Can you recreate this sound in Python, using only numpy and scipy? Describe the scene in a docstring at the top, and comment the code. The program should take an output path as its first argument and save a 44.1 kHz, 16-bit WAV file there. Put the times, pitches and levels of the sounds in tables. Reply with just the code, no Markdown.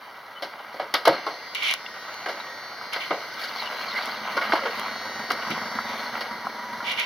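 """Gravel lay-by: a car idles while someone with a hand-held camera opens a door and moves along its side.
Latch and door are shaped noise bursts coloured by panel resonances; a small electric pump whines as a stack of lines.
Uneven pulses through pipe resonances make the exhaust throb, which grows as the tail comes near.
Shoes, clothes and fingers on the camera are clouds of tiny contacts; taps, squeaks and a whistle are tones."""
import sys
import numpy as np
from scipy import signal
from scipy.fft import rfft, irfft, next_fast_len
from scipy.io import wavfile

SR = 44100
rng = np.random.default_rng(int(sys.argv[2]) if len(sys.argv) > 2 else 0)


def int16_out(signal):
    """Quantize to a 16-bit WAV file."""
    q = np.round(np.clip(np.atleast_2d(signal).T, -1, 1) * 32767)
    wavfile.write(sys.argv[1], SR, q.astype(np.int16))


N = 310905
TIME_S = np.arange(N) / SR

# faint hiss of the microphones
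HISS_DB = -62.5

# dull bumps: t/s, relative level/dB
BUMPS = [(1.079, -27), (3.106, -41), (5.495, -30.5)]

# squeaks and chirps: middle t/s, length/s, first f/Hz, last f/Hz, level/dB, pitch roughness/share
SQUEAKS = [(0.374, 0.06, 3000, 3000, -37, 0.0042), (0.96, 0.058, 3900, 3470, -25, 0.049),
           (1.15, 0.13, 4360, 4230, -35, 0.025), (1.334, 0.11, 4300, 4220, -39, 0.022),
           (2.408, 0.023, 3950, 3800, -34, 0.025), (3.603, 0.067, 3890, 4700, -30, 0.08),
           (3.673, 0.045, 3000, 2880, -26.5, 0.035), (3.902, 0.13, 4950, 3550, -33, 0.062),
           (3.97, .09, 1900, 2270, -22.5, 0.047), (4.658, 0.15, 626, 394, -29, 0.072)]

# hollow ticks and tocks of trim and stones: t/s, relative level/dB, f/Hz, t60/s
TAPS = [(0.799, -21.5, 765, 0.069), (1.0772, -10, 910, 0.035), (1.083, -20.5, 544, 0.11),
        (1.266, -22, 1080, 0.12), (1.862, -24, 2790, 0.027), (2.812, -26, 1250, 0.027),
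        (4.12, -30, 1216, 0.12), (4.264, -23, 1280, 0.02), (4.375, -17, 1448, 0.12),
        (4.535, -13.5, 862, 0.044), (5.3075, -4.5, 1390, 0.0095), (5.449, -26, 1100, 0.04),
        (5.5783, -12, 1150, 0.0072), (5.7877, -11.5, 1340, 0.02), (6.092, -27, 800, 0.039),
        (6.469, -14.5, 1050, 0.018), (6.804, -21.5, 1390, 0.052)]

# hard snaps of latch and fingernail: t/s, relative level/dB
SNAPS = [(0.9403, -15), (1.0546, -21), (1.0787, -16), (1.5488, -25), (1.632, -26), (1.683, -27),
         (1.711, -22.5), (1.7383, -17.5), (2.141, -35), (2.933, -26), (4.057, -29), (4.796, -27),
         (5.318, -24), (5.505, -28.5), (6.919, -29), (6.997, -25)]

# knocks on the car: t/s, relative levels of body/dB, clack/dB, rattle/dB, t60/s
KNOCKS = [(0.4218, -29, -31, -37, 0.15), (0.7411, -34.5, -50, -58, 0.18), (0.796, -29.5, -30.5, -47, 0.18),
          (0.9387, -23.5, -17, -27, 0.13), (1.0524, -26, -19.5, -28.5, 0.13),
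          (1.0718, -11, -19.5, -36, 0.13), (1.125, -43, -33.5, -54, 0.37), (1.263, -28, -32.5, -42.5, 0.22),
          (2.259, -27, -25.5, -41, 0.1), (2.285, -33.5, -32, -43, 0.23), (2.934, -50, -26, -35.5, 0.13),
          (2.961, -33, -27.5, -47, 0.097), (3.106, -20, -24, -74, 0.16), (4.368, -27.5, -23, -35.5, 0.12),
          (4.412, -38, -26, -46, 0.37), (4.521, -22, -12, -36, 0.036), (4.5327, -15.5, -32, -33, 0.041),
          (4.553, -29, -23, -40, 0.11), (4.655, -27.5, -23, -44, 0.12), (5.302, -25, -22.5, -31.5, 0.11),
          (6.207, -32, -29.5, -36, 0.12)]
# panel resonances: f/Hz, width/Hz, relative level/dB
PANEL = [(177, 26, -10), (324, 23, -10), (564, 44, 4), (693, 95, 3.5), (937, 42, -5), (1271, 28, 1.5),
         (1645, 620, 1), (2160, 37, 4.5), (3050, 880, 2), (4200, 530, 7.5), (4790, 460, 7)]
SIZZLE_DB, SIZZLE_BAND_HZ = -8, (8600, 13800)   # top of each rattle, gain on its force

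# fingers on the camera: t/s, length/s, mid-stroke relative level/dB, pressure growth/dB, release/s
RUBS = [(1.549, 0.012, -24.5, -7, 0.052), (1.594, 0.12, -25, 7, 0.023), (2.921, 0.018, -31, 2, 0.016),
        (2.994, 0.028, -34.5, 4, 0.038), (5.503, 0.023, -29, -9, .02), (6.831, 0.085, -27.5, 6.5, 0.029),
        (6.959, 0.04, -30.5, 14.5, 0.044)]
# rub spectrum: f/Hz, relative level per Hz/dB
RUB_SPECTRUM = [(300, -38), (900, -15), (1700, -5), (2300, 6.5), (2900, 4), (4200, -7), (6300, -18),
                (10000, -27.5), (15500, -34)]
RUB_ATTACK_SHARE, RUB_PAN_DB = 0.45, -2.5   # share of stroke building up; left minus right

# steps and shifts of weight: t/s, length/s, shoes on gravel level/dB, clothes level/dB
SCUFFS = [(0.487, 0.34, -44.5, -55), (1.917, 0.56, -43, -48.5), (2.95, 0.48, -44.5, -42),
          (3.359, 0.14, -37.5, -34), (3.517, 0.15, -34.5, -34.5), (3.68, 0.46, -34, -36.5),
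          (4.206, 0.64, -32.5, -39), (5.349, 0.23, -35, -43.5), (5.84, 0.18, -35.5, -37.5),
          (6.11, 0.08, -34, -39)]
# gravel spectrum: f/Hz, relative level per Hz/dB
GRAVEL_SPECTRUM = [(120, 9), (330, -16.5), (600, 1.5), (1300, 5.5), (2100, 0.5), (3000, -5), (4500, -28)]
# cloth spectrum: f/Hz, relative level per Hz/dB
CLOTH_SPECTRUM = [(1200, 17), (2200, 13.5), (3400, 4.5), (4500, 12), (6300, -6), (9000, -13), (14000, -11)]
SCUFF_ATTACK_S, SCUFF_RELEASE_S = 0.047, 0.087
STIR_GRAVEL_DB, STIR_CLOTH_DB = -44, -54   # between steps
# clothes reflected off the car's side: median delay, log spread of delay, gain
REFLECTION_S, REFLECTION_SWING, REFLECTION_GAIN = .0011, .25, .6

# whistle that carries only towards the tail: t/s, level at full swell/dB
WHISTLE_LEVEL = [(4.6, -47), (5.0, -43), (5.75, -37), (6.6, -33.5), (6.8, -29.5), (7.05, -35)]
WHISTLE_HZ, WHISTLE_SWING_HZ, WHISTLE_PEAK_S = 965, 13, 6.32

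# pump rotation: t/s, speed/(turns per s)
PUMP_SPEED = [(4.3, 187.6), (5.0, 187.0), (5.7, 187.0), (6.1, 186.2)]
# pump as the camera passes it and rounds the tail: t/s, level/dB
PUMP_LEVEL = [(1.8, -41), (3.3, -41.5), (4.4, -43.5), (5.0, -36.5), (5.9, -38), (6.4, -44.5)]
# outline of the pump's lines: multiple of speed, relative level/dB
PUMP_TONE = [(8, -1), (9, -10), (10, 4), (11, 1), (13, -12), (20, -11), (23, -2), (24, -4.5), (25, -3.5),
             (26, -13), (28, -6.5), (31, -14), (33, -7.5), (34, -17)]
PUMP_ON_S, PUMP_RISE_S = 1.11, 0.063   # starts as the door shuts

# engine as heard from the camera: t/s, exhaust level/dB, mechanical noise level/dB
ENGINE = [(0, -76, -45.5), (2.2, -76, -40), (3.2, -68, -38.5), (4.3, -49.5, -37.5), (5.1, -50, -34),
          (5.8, -44, -33), (6.4, -48, -36), (7.05, -51, -35.5)]
# six firings of one cycle: relative strength/dB, lateness/firing intervals
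CYLINDERS = [(-15, 0), (0, .2), (-14, 0), (-2.5, .05), (-17, 0), (-4, .4)]
# exhaust pipe resonances: f/Hz, width/Hz, relative level/dB
PIPE = [(107.6, 9, 0), (223, 34, 0), (620, 10, 6)]
# mechanical noise spectrum: f/Hz, relative level per Hz/dB
ENGINE_SPECTRUM = [(30, -38), (65, -24), (110, -12), (350, -7.5), (600, -1), (1000, -1), (1950, 2),
                   (2800, -17), (4400, -12), (6200, -20.5), (7500, -36.5), (11000, -27.5), (15500, -34)]
CYCLE_HZ = 7.17   # mean
PUFF_DB, PUFF_BAND_HZ = 3, (780, 1570)   # gas leaving the tailpipe, level over the pipe's note

# microphone pair, stereo width: f/Hz, side minus mid level/dB
WIDTH = [(50, -24), (150, -20), (1000, -26), (1700, -23), (2400, -3), (3600, -13), (6000, -10), (10000, -1)]
# microphone pair, outline of left-right tilt, scaled in record(): f/Hz, level/dB
TILT = [(200, 1.5), (1700, -0.5), (2280, -7), (2750, 10), (3600, 2), (4300, 4.5), (6800, 1), (10000, 4.5)]
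# camera's notch filters: f/Hz, width/Hz
NOTCHES = [(1770, 230), (2540, 450), (4965, 190), (7350, 1700), (8200, 1500)]
CUTOFF_HZ = 16000


def from_db(db):
    """Decibels to gain."""
    return 10 ** (np.asarray(db) / 20)


def rms_one(x):
    """Scale to rms 1."""
    return x / np.sqrt(np.mean(x ** 2) + 1e-20)


def in_time(rows):
    """Each column of a curve at every sample."""
    t_s, *columns = np.transpose(rows)
    return [np.interp(TIME_S, t_s, column) for column in columns]


def colour(x, points, share=1):
    """Shape x by share times a (Hz, dB) spectrum, linear in dB over log frequency."""
    size = next_fast_len(N, True)
    hz, db = np.transpose(points)
    freqs_hz = np.maximum(np.arange(size // 2 + 1) * SR / size, 1)
    gain = from_db(share * np.interp(np.log(freqs_hz), np.log(hz), db))
    return irfft(rfft(x, size) * gain, size)[..., :N]


def drift(rate_hz):
    """Random walk-about through rate_hz independent knots a second; rms 1."""
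    knots = rng.standard_normal(4096)
    return rms_one(np.interp(TIME_S * rate_hz, np.arange(len(knots)), knots))


def band(x, low_hz, high_hz, order=2):
    """Causal band-pass."""
    edges_hz = [low_hz, min(high_hz, .45 * SR)]
    sos = signal.butter(order, edges_hz, "band", fs=SR, output="sos")
    return signal.sosfilt(sos, x + 1e-18)


def resonate(x, hz, width_hz):
    """Two-pole resonance, about unit gain at its peak."""
    r = np.exp(-np.pi * width_hz / SR)
    zeros = np.array([1, 0, -1]) * (1 - r * r) / 2
    poles = [1, -2 * r * np.cos(2 * np.pi * hz / SR), r * r]
    return signal.lfilter(zeros, poles, x + 1e-18)


def stereo(pair, wider_db=0):
    """Unrelated mid and side signals to left and right, the side weighted by WIDTH."""
    side = from_db(wider_db) * colour(pair[1], WIDTH)
    return np.array([pair[0] + side, pair[0] - side])


def grains(per_s, spread_db, clump_db, clump_rate_hz):
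    """Two streams of tiny contacts of uneven size, in shared clumps."""
    sizes_db = spread_db * np.minimum(rng.exponential(1, (2, N)), 4)
    sizes = from_db(sizes_db) * rng.standard_normal((2, N))
    hits = rng.random((2, N)) < per_s / SR
    return sizes * hits * from_db(clump_db * drift(clump_rate_hz))


def patchy(x, low_hz, high_hz, depth_db, count):
    """Contacts shift, so each narrow band of a scuff flares on its own."""
    edges_hz = np.geomspace(low_hz, high_hz, count + 1)
    out = 0
    for k in range(count):
        flare = from_db(depth_db * drift(45))
        out = out + (-1) ** k * band(x, edges_hz[k], edges_hz[k + 1]) * flare
    return out


def stroke(start_s, length_s, attack_s, release_s):
    """Envelope of a sliding contact: it builds, holds and dies away."""
    age_s = TIME_S - start_s
    return np.clip(age_s / attack_s, 0, 1) * np.exp(-np.clip((age_s - length_s) / release_s, 0, 20))


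def burst(start_s, t60_s, rise_s, tail_db, tail_t60_s):
    """Envelope of a blow: fast rise, fall, and a weaker, longer ring."""
    first = int(start_s * SR)
    age_s = TIME_S[:min(SR // 2, N - first)]
    fall = from_db(-60 * age_s / t60_s) + from_db(tail_db - 60 * age_s / tail_t60_s)
    return slice(first, first + len(age_s)), (1 - np.exp(-age_s / rise_s)) * fall


def hiss():
    """Faint, steady treble noise, independent in each channel."""
    return from_db(HISS_DB) * rms_one(band(rng.standard_normal((2, N)), 8800, 17000))


def bumps():
    """Heavy contacts boom briefly in the bass: enveloped noise, band-passed."""
    force = np.zeros(N)
    for start_s, db in BUMPS:
        span, shape = burst(start_s, t60_s=.13, rise_s=.004, tail_db=-18, tail_t60_s=.5)
        force[span] += from_db(db) * shape
    return 13 * band(force * rng.standard_normal(N), 150, 380, order=3)


def squeaks():
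    """Each squeak is a more or less rough, gliding tone that swells and fades."""
    out = np.zeros(N)
    waver = drift(700)
    flutter = from_db(3 * drift(200) - 2)
    for middle_s, length_s, first_hz, last_hz, db, rough in SQUEAKS:
        span = np.flatnonzero(np.abs(TIME_S - middle_s) < length_s / 2)
        hz = np.linspace(first_hz, last_hz, len(span)) * (1 + rough * waver[span])
        tone = np.sin(2 * np.pi * np.cumsum(hz) / SR)
        out[span] += from_db(db) * np.hanning(len(span)) * flutter[span] * tone
    return out


def taps():
    """A small hard thing gives a short, hollow ring of three close pitches."""
    out = np.zeros(N)
    for start_s, db, hz, t60_s in TAPS:
        span, shape = burst(start_s, t60_s, rise_s=.0005, tail_db=-24, tail_t60_s=.07)
        angle = 2 * np.pi * hz * (TIME_S[span] - start_s)
        ring = 0
        for ratio, gain in [(.76, 0.61), (1, 0.95), (1.24, 0.64)]:
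            ring = ring + gain * np.sin(ratio * angle + rng.uniform(0, 2 * np.pi))
        out[span] += from_db(db) * shape * ring
    return band(out, 400, 3500, order=3)


def snaps():
    """Hard contacts crack: very short noise bursts with treble and little bass."""
    force = np.zeros(N)
    for start_s, db in SNAPS:
        span, shape = burst(start_s, t60_s=.01, rise_s=.0002, tail_db=-21, tail_t60_s=.06)
        force[span] += from_db(db) * shape
    crack = band(force * rng.standard_normal((2, N)), 900, 3800, order=1)
    return 3.8 * stereo(band(crack, 350, CUTOFF_HZ), wider_db=4)


def knocks():
    """Each blow shakes a dull body, a clack and a bright rattle; panel resonances colour all three."""
    force = np.zeros((3, N))
    for start_s, *levels_db, t60_s in KNOCKS:
        span, shape = burst(start_s, t60_s, rise_s=.0008, tail_db=-16, tail_t60_s=4 * t60_s)
        force[:, span] += from_db(levels_db)[:, None] * shape
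    blows = 0
    for push, (low_hz, high_hz) in zip(force, [(290, 1020), (780, 2300), (2600, 5480)]):
        noise = band(push * rng.standard_normal((2, N)), low_hz, high_hz, order=3)
        blows = blows + noise * np.sqrt(SR / 2 / (high_hz - low_hz))   # level independent of bandwidth
    rings = sum(from_db(db) * resonate(blows, hz, width_hz) for hz, width_hz, db in PANEL)
    sizzle = from_db(SIZZLE_DB) * band(force[-1] * rng.standard_normal((2, N)), *SIZZLE_BAND_HZ)
    return stereo(0.43 * blows + 0.65 * rings + sizzle)


def rubs():
    """Skin sticks and slips on the case: dense grains, heard differently at each microphone port."""
    pressure = 0
    for start_s, length_s, db, growth_db, release_s in RUBS:
        along = np.clip((TIME_S - start_s) / length_s, 0, 1) - .5
        envelope = stroke(start_s, length_s, RUB_ATTACK_SHARE * length_s, release_s)
        pressure = pressure + from_db(db + growth_db * along) * envelope
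    slips = rms_one(colour(grains(16000, 1.2, 1, 400), RUB_SPECTRUM))
    pan = from_db(RUB_PAN_DB * np.array([[.5], [-.5]]))
    return pressure * stereo(slips, wider_db=6.5) * pan


def shuffle():
    """Stones grind under the shoes; cloth brushes in finer, brighter grains, its reflection path moving."""
    gravel_power, cloth_power = from_db(STIR_GRAVEL_DB) ** 2, from_db(STIR_CLOTH_DB) ** 2
    for start_s, length_s, gravel_db, cloth_db in SCUFFS:
        effort = stroke(start_s, length_s, SCUFF_ATTACK_S, SCUFF_RELEASE_S)
        gravel_power = gravel_power + (from_db(gravel_db) * effort) ** 2
        cloth_power = cloth_power + (from_db(cloth_db) * effort) ** 2
    gravel = patchy(grains(1800, 3, 1, 45), 200, 4000, depth_db=2.6, count=16)
    cloth = patchy(grains(6000, 2.8, 1.3, 40), 1500, 16000, depth_db=2.7, count=16)
    delay_s = REFLECTION_S * np.exp(REFLECTION_SWING * drift(7))
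    reflected = np.array([np.interp(TIME_S - delay_s, TIME_S, channel) for channel in cloth])
    cloth = cloth + REFLECTION_GAIN * reflected
    gravel = stereo(rms_one(colour(gravel, GRAVEL_SPECTRUM)))
    cloth = stereo(rms_one(colour(cloth, CLOTH_SPECTRUM)))
    return np.sqrt(gravel_power) * gravel + np.sqrt(cloth_power) * cloth


def whistle():
    """Thin tone with an octave; once an engine cycle it swells and slides up, then sinks back."""
    level_db, = in_time(WHISTLE_LEVEL)
    cycle = 2 * np.pi * CYCLE_HZ * (TIME_S - WHISTLE_PEAK_S)
    swell = from_db(5.5 * (np.cos(cycle) - 1) + 2.5 * drift(40))
    hz = WHISTLE_HZ + WHISTLE_SWING_HZ * np.sin(cycle) + 10 * drift(90)
    angle = 2 * np.pi * np.cumsum(hz) / SR
    return from_db(level_db) * swell * (np.sin(angle) + 0.45 * np.sin(2 * angle))


def pump():
    """Small motor's buzz, a dense stack of lines; each swells and fades as the camera moves through echoes."""
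    (speed_hz,), (level_db,) = in_time(PUMP_SPEED), in_time(PUMP_LEVEL)
    running = np.clip((TIME_S - PUMP_ON_S) / PUMP_RISE_S, 0, 1)
    angle = 2 * np.pi * np.cumsum(speed_hz * (1 + .0015 * drift(25))) / SR
    multiples, tone_db = np.transpose(PUMP_TONE)
    opposite = np.array([[1], [-1]])   # phase wander, left against right
    buzz = 0
    for multiple in np.arange(multiples[0], multiples[-1] + 1):
        phase = rng.uniform(0, 2 * np.pi) + 0.026 * multiple * drift(1.27) * opposite
        line_db = np.interp(multiple, multiples, tone_db) + 2.9 * drift(6)
        buzz = buzz + from_db(line_db) * np.sin(multiple * angle + phase)
    return running * from_db(level_db) * rms_one(buzz)


def engine():
    """Uneven firings ring the exhaust pipe, puff from its mouth and make the mechanical noise throb."""
    exhaust_db, noise_db = in_time(ENGINE)
    strength_db, late = np.transpose(CYLINDERS)
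    firings = np.cumsum(len(CYLINDERS) * CYCLE_HZ * (1 + .003 * drift(3))) / SR
    number = np.arange(1, int(firings[-1]) - 1)
    cylinder = number % len(CYLINDERS)
    moments = np.searchsorted(firings, number + np.clip(late, -.5, .5)[cylinder])
    pulses = np.zeros(N)
    pulses[moments] = from_db(strength_db[cylinder] + 2 * rng.standard_normal(len(number)))
    exhaust = sum(from_db(db) * resonate(pulses, hz, width_hz) for hz, width_hz, db in PIPE)
    exhaust = resonate(exhaust, 228, 95)   # muffler rounds each pulse
    exhaust = from_db(exhaust_db) * rms_one(band(exhaust, 80, 1000, order=3))
    throb = rms_one(signal.lfilter([1], [1, -np.exp(-1 / (0.014 * SR))], pulses))   # 14 ms decay
    puffs = rms_one(band(throb * rng.standard_normal(N), *PUFF_BAND_HZ, order=3))
    puffs = from_db(exhaust_db + PUFF_DB) * puffs
    noise = rms_one(colour(rng.standard_normal((2, N)) * (1 + .3 * throb), ENGINE_SPECTRUM))
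    return exhaust + puffs + from_db(noise_db) * stereo(noise)


def scene():
    """All sources summed dry: close to the camera, in the open air."""
    background = hiss() + bumps() + squeaks() + taps() + snaps()
    handling = knocks() + rubs() + shuffle()
    return background + handling + whistle() + pump() + engine()


def record(dry):
    """The two ports colour the sound differently; notches, rounded peaks and a cut top follow."""
    x = np.array([colour(dry[0], TILT, share=0.33), colour(dry[1], TILT, share=-0.34)])
    for hz, width_hz in NOTCHES:
        x = signal.lfilter(*signal.iirnotch(hz, hz / width_hz, fs=SR), x)
    rounded = x / (1 + x ** 6) ** (1 / 6)
    return signal.sosfilt(signal.ellip(10, .1, 90, CUTOFF_HZ, fs=SR, output="sos"), rounded)


dry = scene()
out = record(dry)
int16_out(out)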